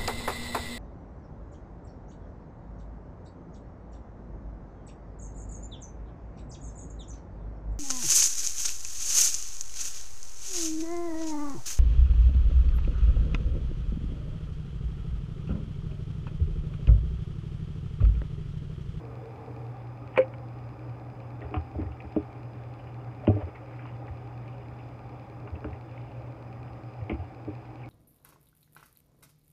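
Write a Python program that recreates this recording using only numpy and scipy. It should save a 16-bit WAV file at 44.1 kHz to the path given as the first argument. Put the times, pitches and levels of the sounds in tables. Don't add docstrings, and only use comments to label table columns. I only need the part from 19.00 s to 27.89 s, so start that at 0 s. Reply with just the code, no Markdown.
import sys
import numpy as np
from scipy import signal
from scipy.fft import rfft, irfft
from scipy.io import wavfile
from scipy.ndimage import uniform_filter1d

SR = 44100
rng = np.random.default_rng(int(sys.argv[2]) if len(sys.argv) > 2 else 0)


def transcribe(signal):
    frames = np.atleast_2d(signal).T
    limited = np.clip(frames, -1, 1)
    pcm = np.round(limited * 32767).astype(np.int16)
    wavfile.write(sys.argv[1], SR, pcm)


N = 392038
T = np.arange(N) / SR


def amp(db):
    return 10 ** (np.asarray(db) / 20)


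def unit(x):
    return x / np.sqrt(np.mean(x ** 2))


def band(x, hz, width_hz):
    return signal.lfilter(*signal.iirpeak(min(hz, .45 * SR), hz / width_hz, fs=SR), x)


def wander(rate_hz):
    hold = int(SR / rate_hz)
    steps = np.repeat(rng.standard_normal(N // hold + 1), hold)
    return 1.4 * uniform_filter1d(uniform_filter1d(steps, hold), hold)[:N]


def coloured_noise(points):
    hz, db = np.transpose(points)
    bins_hz = np.maximum(np.arange(N // 2 + 1) * SR / N, 1)
    gain = amp(np.interp(np.log(bins_hz), np.log(hz), db))
    return unit(irfft(rfft(rng.standard_normal(N)) * gain, N))


def decay(t, t60_s, rise_s):
    return np.exp(-np.log(1000) * t / t60_s) * (1 - np.exp(-t / rise_s))


def ring(hz, t60_s, rise_s):
    t = T[:SR // 3]
    return np.sin(2 * np.pi * hz * t) * decay(t, t60_s, rise_s)


def add(out, start_s, x):
    i = int(start_s * SR)
    out[i:i + len(x)] += x[:N - i]


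def swell(middle_s, length_s, db):
    out = np.zeros(N)
    add(out, middle_s - length_s / 2, amp(db) * np.hanning(int(length_s * SR)))
    return out


# freq_hz, relative_db
HISS_SPECTRUM = [(2500, -5), (3200, -10.5), (4000, 0), (6300, -3.5), (8000, -6.5), (10000, -10),
                 (13000, -11.5), (16000, -12)]
def microphone_hiss(level_db=-78):
    return amp(level_db) * coloured_noise(HISS_SPECTRUM)


# centre_hz, width_hz, peak_db
TICK_BANDS = [(2420, 420, -49), (4170, 1200, -53.5), (5600, 1300, -67.5)]
def electrical_ticks(first_s=.0522, period_s=.10241, offbeat_db=-8.5):
    spikes = np.zeros(N)
    at = (np.arange(first_s, N / SR, period_s / 2) * SR).astype(int)
    spikes[at] = amp(1.6 * rng.standard_normal(len(at)))
    spikes[at[1::2]] *= amp(offbeat_db)
    return sum(amp(db) * SR / (np.pi * width) * band(band(spikes, hz, width), hz, width)
               for hz, width, db in TICK_BANDS)


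def drone(level_db=-52, pitch_hz=456, width_hz=10.5, end_s=.74, fade_s=.03):
    gate = np.clip((end_s - T) / fade_s, 0, 1)
    return amp(level_db) * gate * unit(band(rng.standard_normal(N), pitch_hz, width_hz))


def bass_dip(boom, knee_db=-36, recovery_s=0.18):
    pole = np.exp(-1 / (recovery_s * SR))
    boom_envelope = signal.lfilter([1 - pole], [1, -pole], np.abs(boom))
    return 1 / (1 + boom_envelope / amp(knee_db))


# freq_hz, relative_db
AIR_SPECTRUM = [(18, -54.5), (30, -15), (90, -8.5), (101, -9.5), (123, -2), (155, -17.5), (233, -17),
                (324, -13), (363, -36), (400, -16.5), (450, -27.5), (773, -21), (2510, -42.5), (3050, -69),
                (3960, -77.5), (6710, -120)]
# centre_hz, width_hz, level_db
HOUSING_MODES = [(310.4, 56, -57.5), (406.6, 18, -61.5), (533, 69, -56), (786, 63, -56), (1209, 57, -64.5),
                 (2380, 340, -68.5), (3484, 110, -82.5), (4955, 140, -82)]
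# pitch_hz, level_db
WHINE_TONES = [(4920, -89), (4980, -86), (5040, -93)]
def appliance(bass_gain, air_db=-45, hum_db=-41.5, waver_db=1.0, mains_hz=60):
    rush = amp(air_db) * coloured_noise(AIR_SPECTRUM)
    rush += (bass_gain - 1) * band(rush, 120, 300)
    for hz, width_hz, db in HOUSING_MODES:
        gain = amp(db + 1.6 * wander(9))
        resonance = band(rng.standard_normal(N), hz, width_hz)
        rush += gain * unit(band(resonance, hz, 6.2 * width_hz))
    hum_rms = bass_gain * amp(hum_db + waver_db * wander(1.5))
    hum = hum_rms * np.sqrt(2) * np.sin(2 * np.pi * 2 * mains_hz * T)
    whine = sum(amp(db) * np.sqrt(2) * np.sin(2 * np.pi * hz * T) for hz, db in WHINE_TONES)
    return rush + hum + whine


# middle_s, length_s, level_db
RUB_STROKES = [(1.187, 0.14, -44.5), (2.988, 3.6, -76.5), (4.1, 1.8, -69.5), (4.807, 0.42, -61),
               (5.453, 1.55, -69), (7.012, 0.79, -73), (7.654, 0.57, -66), (8.197, 0.3, -79),
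               (8.853, 0.17, -58)]
def suds(idle_db=-74.5, squish_count=1500):
    crackle, t = np.zeros(N), T[:SR // 30]
    fizz_bands = [band(rng.standard_normal(N), hz, 300) for hz in np.geomspace(1500, 2800, num=5)]
    for when, pitch, size, length in rng.random((squish_count, 4)):
        i = int(when * (N - len(t)))
        fizz = fizz_bands[int(pitch * len(fizz_bands))][i:i + len(t)]
        fade = np.exp(-t / (.002 + 0.01 * length))
        crackle[i:i + len(t)] += amp(7.3 * size ** 2) * fizz * fade
    rubbing = sum(swell(*stroke) for stroke in RUB_STROKES)
    return (amp(idle_db) + rubbing) * unit(crackle)


# start_s, level_db
WET_SQUEAKS = [(8.833, -40)]
def squeak(from_hz=2830, to_hz=2180, glide_s=.004):
    out, t = np.zeros(N), T[:SR // 10]
    hz = to_hz + (from_hz - to_hz) * np.exp(-t / glide_s)
    chirp = np.sin(2 * np.pi * np.cumsum(hz) / SR) * decay(t, t60_s=0.065, rise_s=0.0041)
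    for start_s, db in WET_SQUEAKS:
        add(out, start_s, amp(db) * chirp)
    return out


# start_s, level_db, centre_hz, t60_s, wall_relative_db
WET_CLACKS = [(1.1612, -35, 2250, 0.089, -2.5), (1.1741, -20.5, 2030, 0.04, 3.5),
              (1.1896, -40.5, 2180, 0.02, -1), (1.3364, -46, 2190, 0.039, 2),
              (2.416, -41, 1830, 0.046, -13), (2.54, -33.5, 2400, 0.038, 4.5),
              (2.5609, -38.5, 2450, 0.052, 2), (2.8613, -48.5, 1880, 0.046, -2),
              (2.919, -48, 2420, 0.041, -3), (3.0023, -39.5, 2400, 0.027, -18),
              (3.1602, -47, 2430, 0.029, 3), (4.2707, -32.5, 2590, 0.043, 1.5),
              (4.5484, -47, 1930, 0.14, 0), (4.853, -51.5, 2470, 0.064, 8.5), (5.0797, -43, 1730, 0.038, 8),
              (5.478, -48, 2470, 0.066, -16), (5.789, -54, 2400, 0.072, -10), (6.4735, -49, 2120, 0.05, 8),
              (6.553, -42.5, 2310, 0.026, -12), (6.643, -44, 2230, 0.025, 8.5),
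              (6.7282, -46.5, 1910, 0.064, -5), (6.975, -49, 2300, 0.051, -11),
              (7.649, -55, 1920, 0.05, -4), (8.0075, -50.5, 1900, 0.051, 1),
              (8.095, -32.5, 2240, 0.095, -5.5)]
def wet_clacks():
    out, t = np.zeros(N), T[:SR // 5]
    grain_samples = 40
    for start_s, db, hz, t60_s, wall_db in WET_CLACKS:
        noise = rng.standard_normal(len(t))
        grain_db = 3.1 * rng.standard_normal(len(t) // grain_samples + 1)
        grains = noise * amp(grain_db).repeat(grain_samples)[:len(t)]
        crack = unit(band(band(grains, hz, .5 * hz), hz, .25 * hz))
        wall = amp(wall_db) * unit(band(band(grains, 1000, 600), 1200, 800))
        add(out, start_s, amp(db) * (crack + wall) * decay(t, t60_s, rise_s=0.00044))
    return out


# start_s, level_db, pitch_hz
BASIN_BOOMS = [(2.442, -26.5, 79), (2.564, -16, 81.5), (2.757, -22, 79), (2.801, -19, 87), (2.853, -21, 83),
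               (2.894, -24.5, 78), (3.05, -29, 79.5), (3.174, -27, 84), (4.284, -7.5, 101.4),
               (4.343, -18, 102), (4.426, -21, 85.3), (5.1, -26, 86), (6.519, -23, 81.5), (6.651, -26, 74),
               (6.71, -27.5, 90), (8.017, -22.5, 104), (8.119, -20.5, 68.6), (8.192, -22, 87.7),
               (8.485, -27, 106)]
def basin_booms():
    out = np.zeros(N)
    for start_s, db, hz in BASIN_BOOMS:
        add(out, start_s, amp(db) * ring(hz, t60_s=0.16, rise_s=0.0058))
    return out


# pitch_hz, knock_gain_db, t60_s
BOWL_MODES = [(233, -3, 0.083), (307, 3.5, 0.076), (413.6, -4, 0.1), (595, 4, 0.036), (751, -4.5, 0.062),
              (1176, -24, 0.067)]
# middle_s, length_s, level_db, centre_hz
TUMBLER_ROLLS = [(2.444, 0.12, -43, 523), (2.534, 0.086, -44.5, 315), (2.807, 0.083, -38, 315),
                 (2.887, 0.088, -51, 340), (3.053, 0.05, -40.5, 336), (4.25, 0.15, -45.5, 615),
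                 (4.34, .1, -44, 370), (4.409, 0.089, -37, 446), (4.484, 0.049, -38, 388),
                 (6.473, 0.057, -51.5, 410), (6.56, 0.069, -43, 336), (6.63, .06, -52, 400),
                 (6.678, .07, -48, 315), (6.762, .07, -51, 510), (8.15, 0.052, -39.5, 331),
                 (8.217, 0.12, -49, 735)]
def tumbler_rolls(falloff_db_per_octave=17.7):
    out = np.zeros(N)
    for hz, _, t60_s in BOWL_MODES:
        bumps = rng.standard_normal(N) * amp(3.5 * wander(60))
        gain = sum(swell(middle_s, length_s, db - falloff_db_per_octave * abs(np.log2(hz / centre_hz)))
                   for middle_s, length_s, db, centre_hz in TUMBLER_ROLLS)
        out += gain * unit(band(bumps, hz, width_hz=2.76 / t60_s))
    return out


# start_s, level_db, tilt_db_per_octave, wall_fraction, contact_s
TUMBLER_KNOCKS = [(2.542, -27, 7, 0.28, 0.0037), (2.551, -33, -14, 0.05, 0.0036),
                  (2.565, -33, 6, 0.26, 0.0033), (2.751, -27.5, -3, 0.06, 0.002),
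                  (2.788, -23.5, -9, 0.2, 0.0028), (2.829, -36, 0, 0.2, 0.0024),
                  (3.042, -36, -7, 0.4, 0.0036), (3.166, -15, -3, 0.2, 0.0015),
                  (4.279, -11, -6.5, 0.37, 0.0019), (4.30, -17, 0, 0.45, 0.0024),
                  (4.366, -26, 4, 0.2, 0.0031), (6.457, -43, 0, 0.15, 0.0033),
                  (6.648, -27, -2.5, 0.18, 0.0023), (6.71, -40, 5.5, 0.51, .002),
                  (8.101, -27.5, 2, 0.24, 0.0005), (8.119, -24.5, -6, 0.31, 0.0011),
                  (8.478, -24, 0.5, .22, 0.0041)]
def tumbler_knocks(detune_spread=0.013, pivot_hz=315, lead_s=.002):
    out = np.zeros(N)
    for start_s, db, tilt, wall_fraction, contact_s in TUMBLER_KNOCKS:
        for order, (hz, mode_db, t60_s) in enumerate(BOWL_MODES, start=1):
            detune = 1 + detune_spread * rng.standard_normal()
            gain = amp(db + mode_db + tilt * np.log2(hz / pivot_hz))
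            mode_shape = np.sin(np.pi * wall_fraction * order)
            add(out, start_s - lead_s, gain * mode_shape * ring(hz * detune, t60_s, contact_s))
    return out


# pitch_hz, level_db, t60_s
RIM_MODES = [(1680, -23.5, 0.021), (2270, -25.5, 0.021), (2890, -32, 0.025), (4410, -51.5, 0.03),
             (6300, -56, .025), (8150, -51, 0.015)]
RIM_SNAPS = [1.1755, 1.1805]
def rim_snap():
    out = np.zeros(N)
    click = sum(amp(db) * ring(hz, t60_s, rise_s=0.00036) for hz, db, t60_s in RIM_MODES)
    for start_s in RIM_SNAPS:
        add(out, start_s, click)
    return out


# pitch_hz, relative_db, t60_s
TUMBLER_AIR_MODES = [(521, 0, .16), (408, -6, .06), (350, -12, .055)]
# start_s, level_db, t60_fraction, rise_s
LID_TUGS = [(1.1766, -5.5, 0.14, 0.0016), (1.1844, -4.5, 0.95, 0.0064)]
def lid_pop():
    out = np.zeros(N)
    for start_s, db, t60_fraction, rise_s in LID_TUGS:
        pop = sum(amp(mode_db) * ring(hz, t60_fraction * t60_s, rise_s)
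                  for hz, mode_db, t60_s in TUMBLER_AIR_MODES)
        add(out, start_s, amp(db) * pop)
    return out


def kitchen(x, tail_db=-10.5, t60_s=0.14, delay_s=.004):
    t = T[:SR // 2]
    tail = rng.standard_normal(len(t)) * np.exp(-np.log(1000) * t / t60_s) * (t > delay_s)
    return x + amp(tail_db) * signal.fftconvolve(x, tail / np.linalg.norm(tail))[:N]


def covered_port(x, cutoff_hz=2880, leak_db=-32):
    lowpass = signal.butter(8, cutoff_hz, fs=SR, output="sos")
    return signal.sosfilt(lowpass, x) + amp(leak_db) * x


def scene():
    boom = basin_booms()
    washing = lid_pop() + tumbler_knocks() + tumbler_rolls() + wet_clacks() + suds() + squeak()
    foreground = covered_port(kitchen(washing) + boom) + kitchen(rim_snap())
    background = appliance(bass_dip(boom)) + drone() + electrical_ticks() + microphone_hiss()
    return (foreground + background)[None]


def record(dry):
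    highpass = signal.butter(4, 44, "high", fs=SR, output="sos")
    lowpass = signal.ellip(10, .2, 80, 15740, fs=SR, output="sos")
    return signal.sosfilt(lowpass, signal.sosfilt(highpass, dry))


dry = scene()
out = record(dry)
transcribe(out)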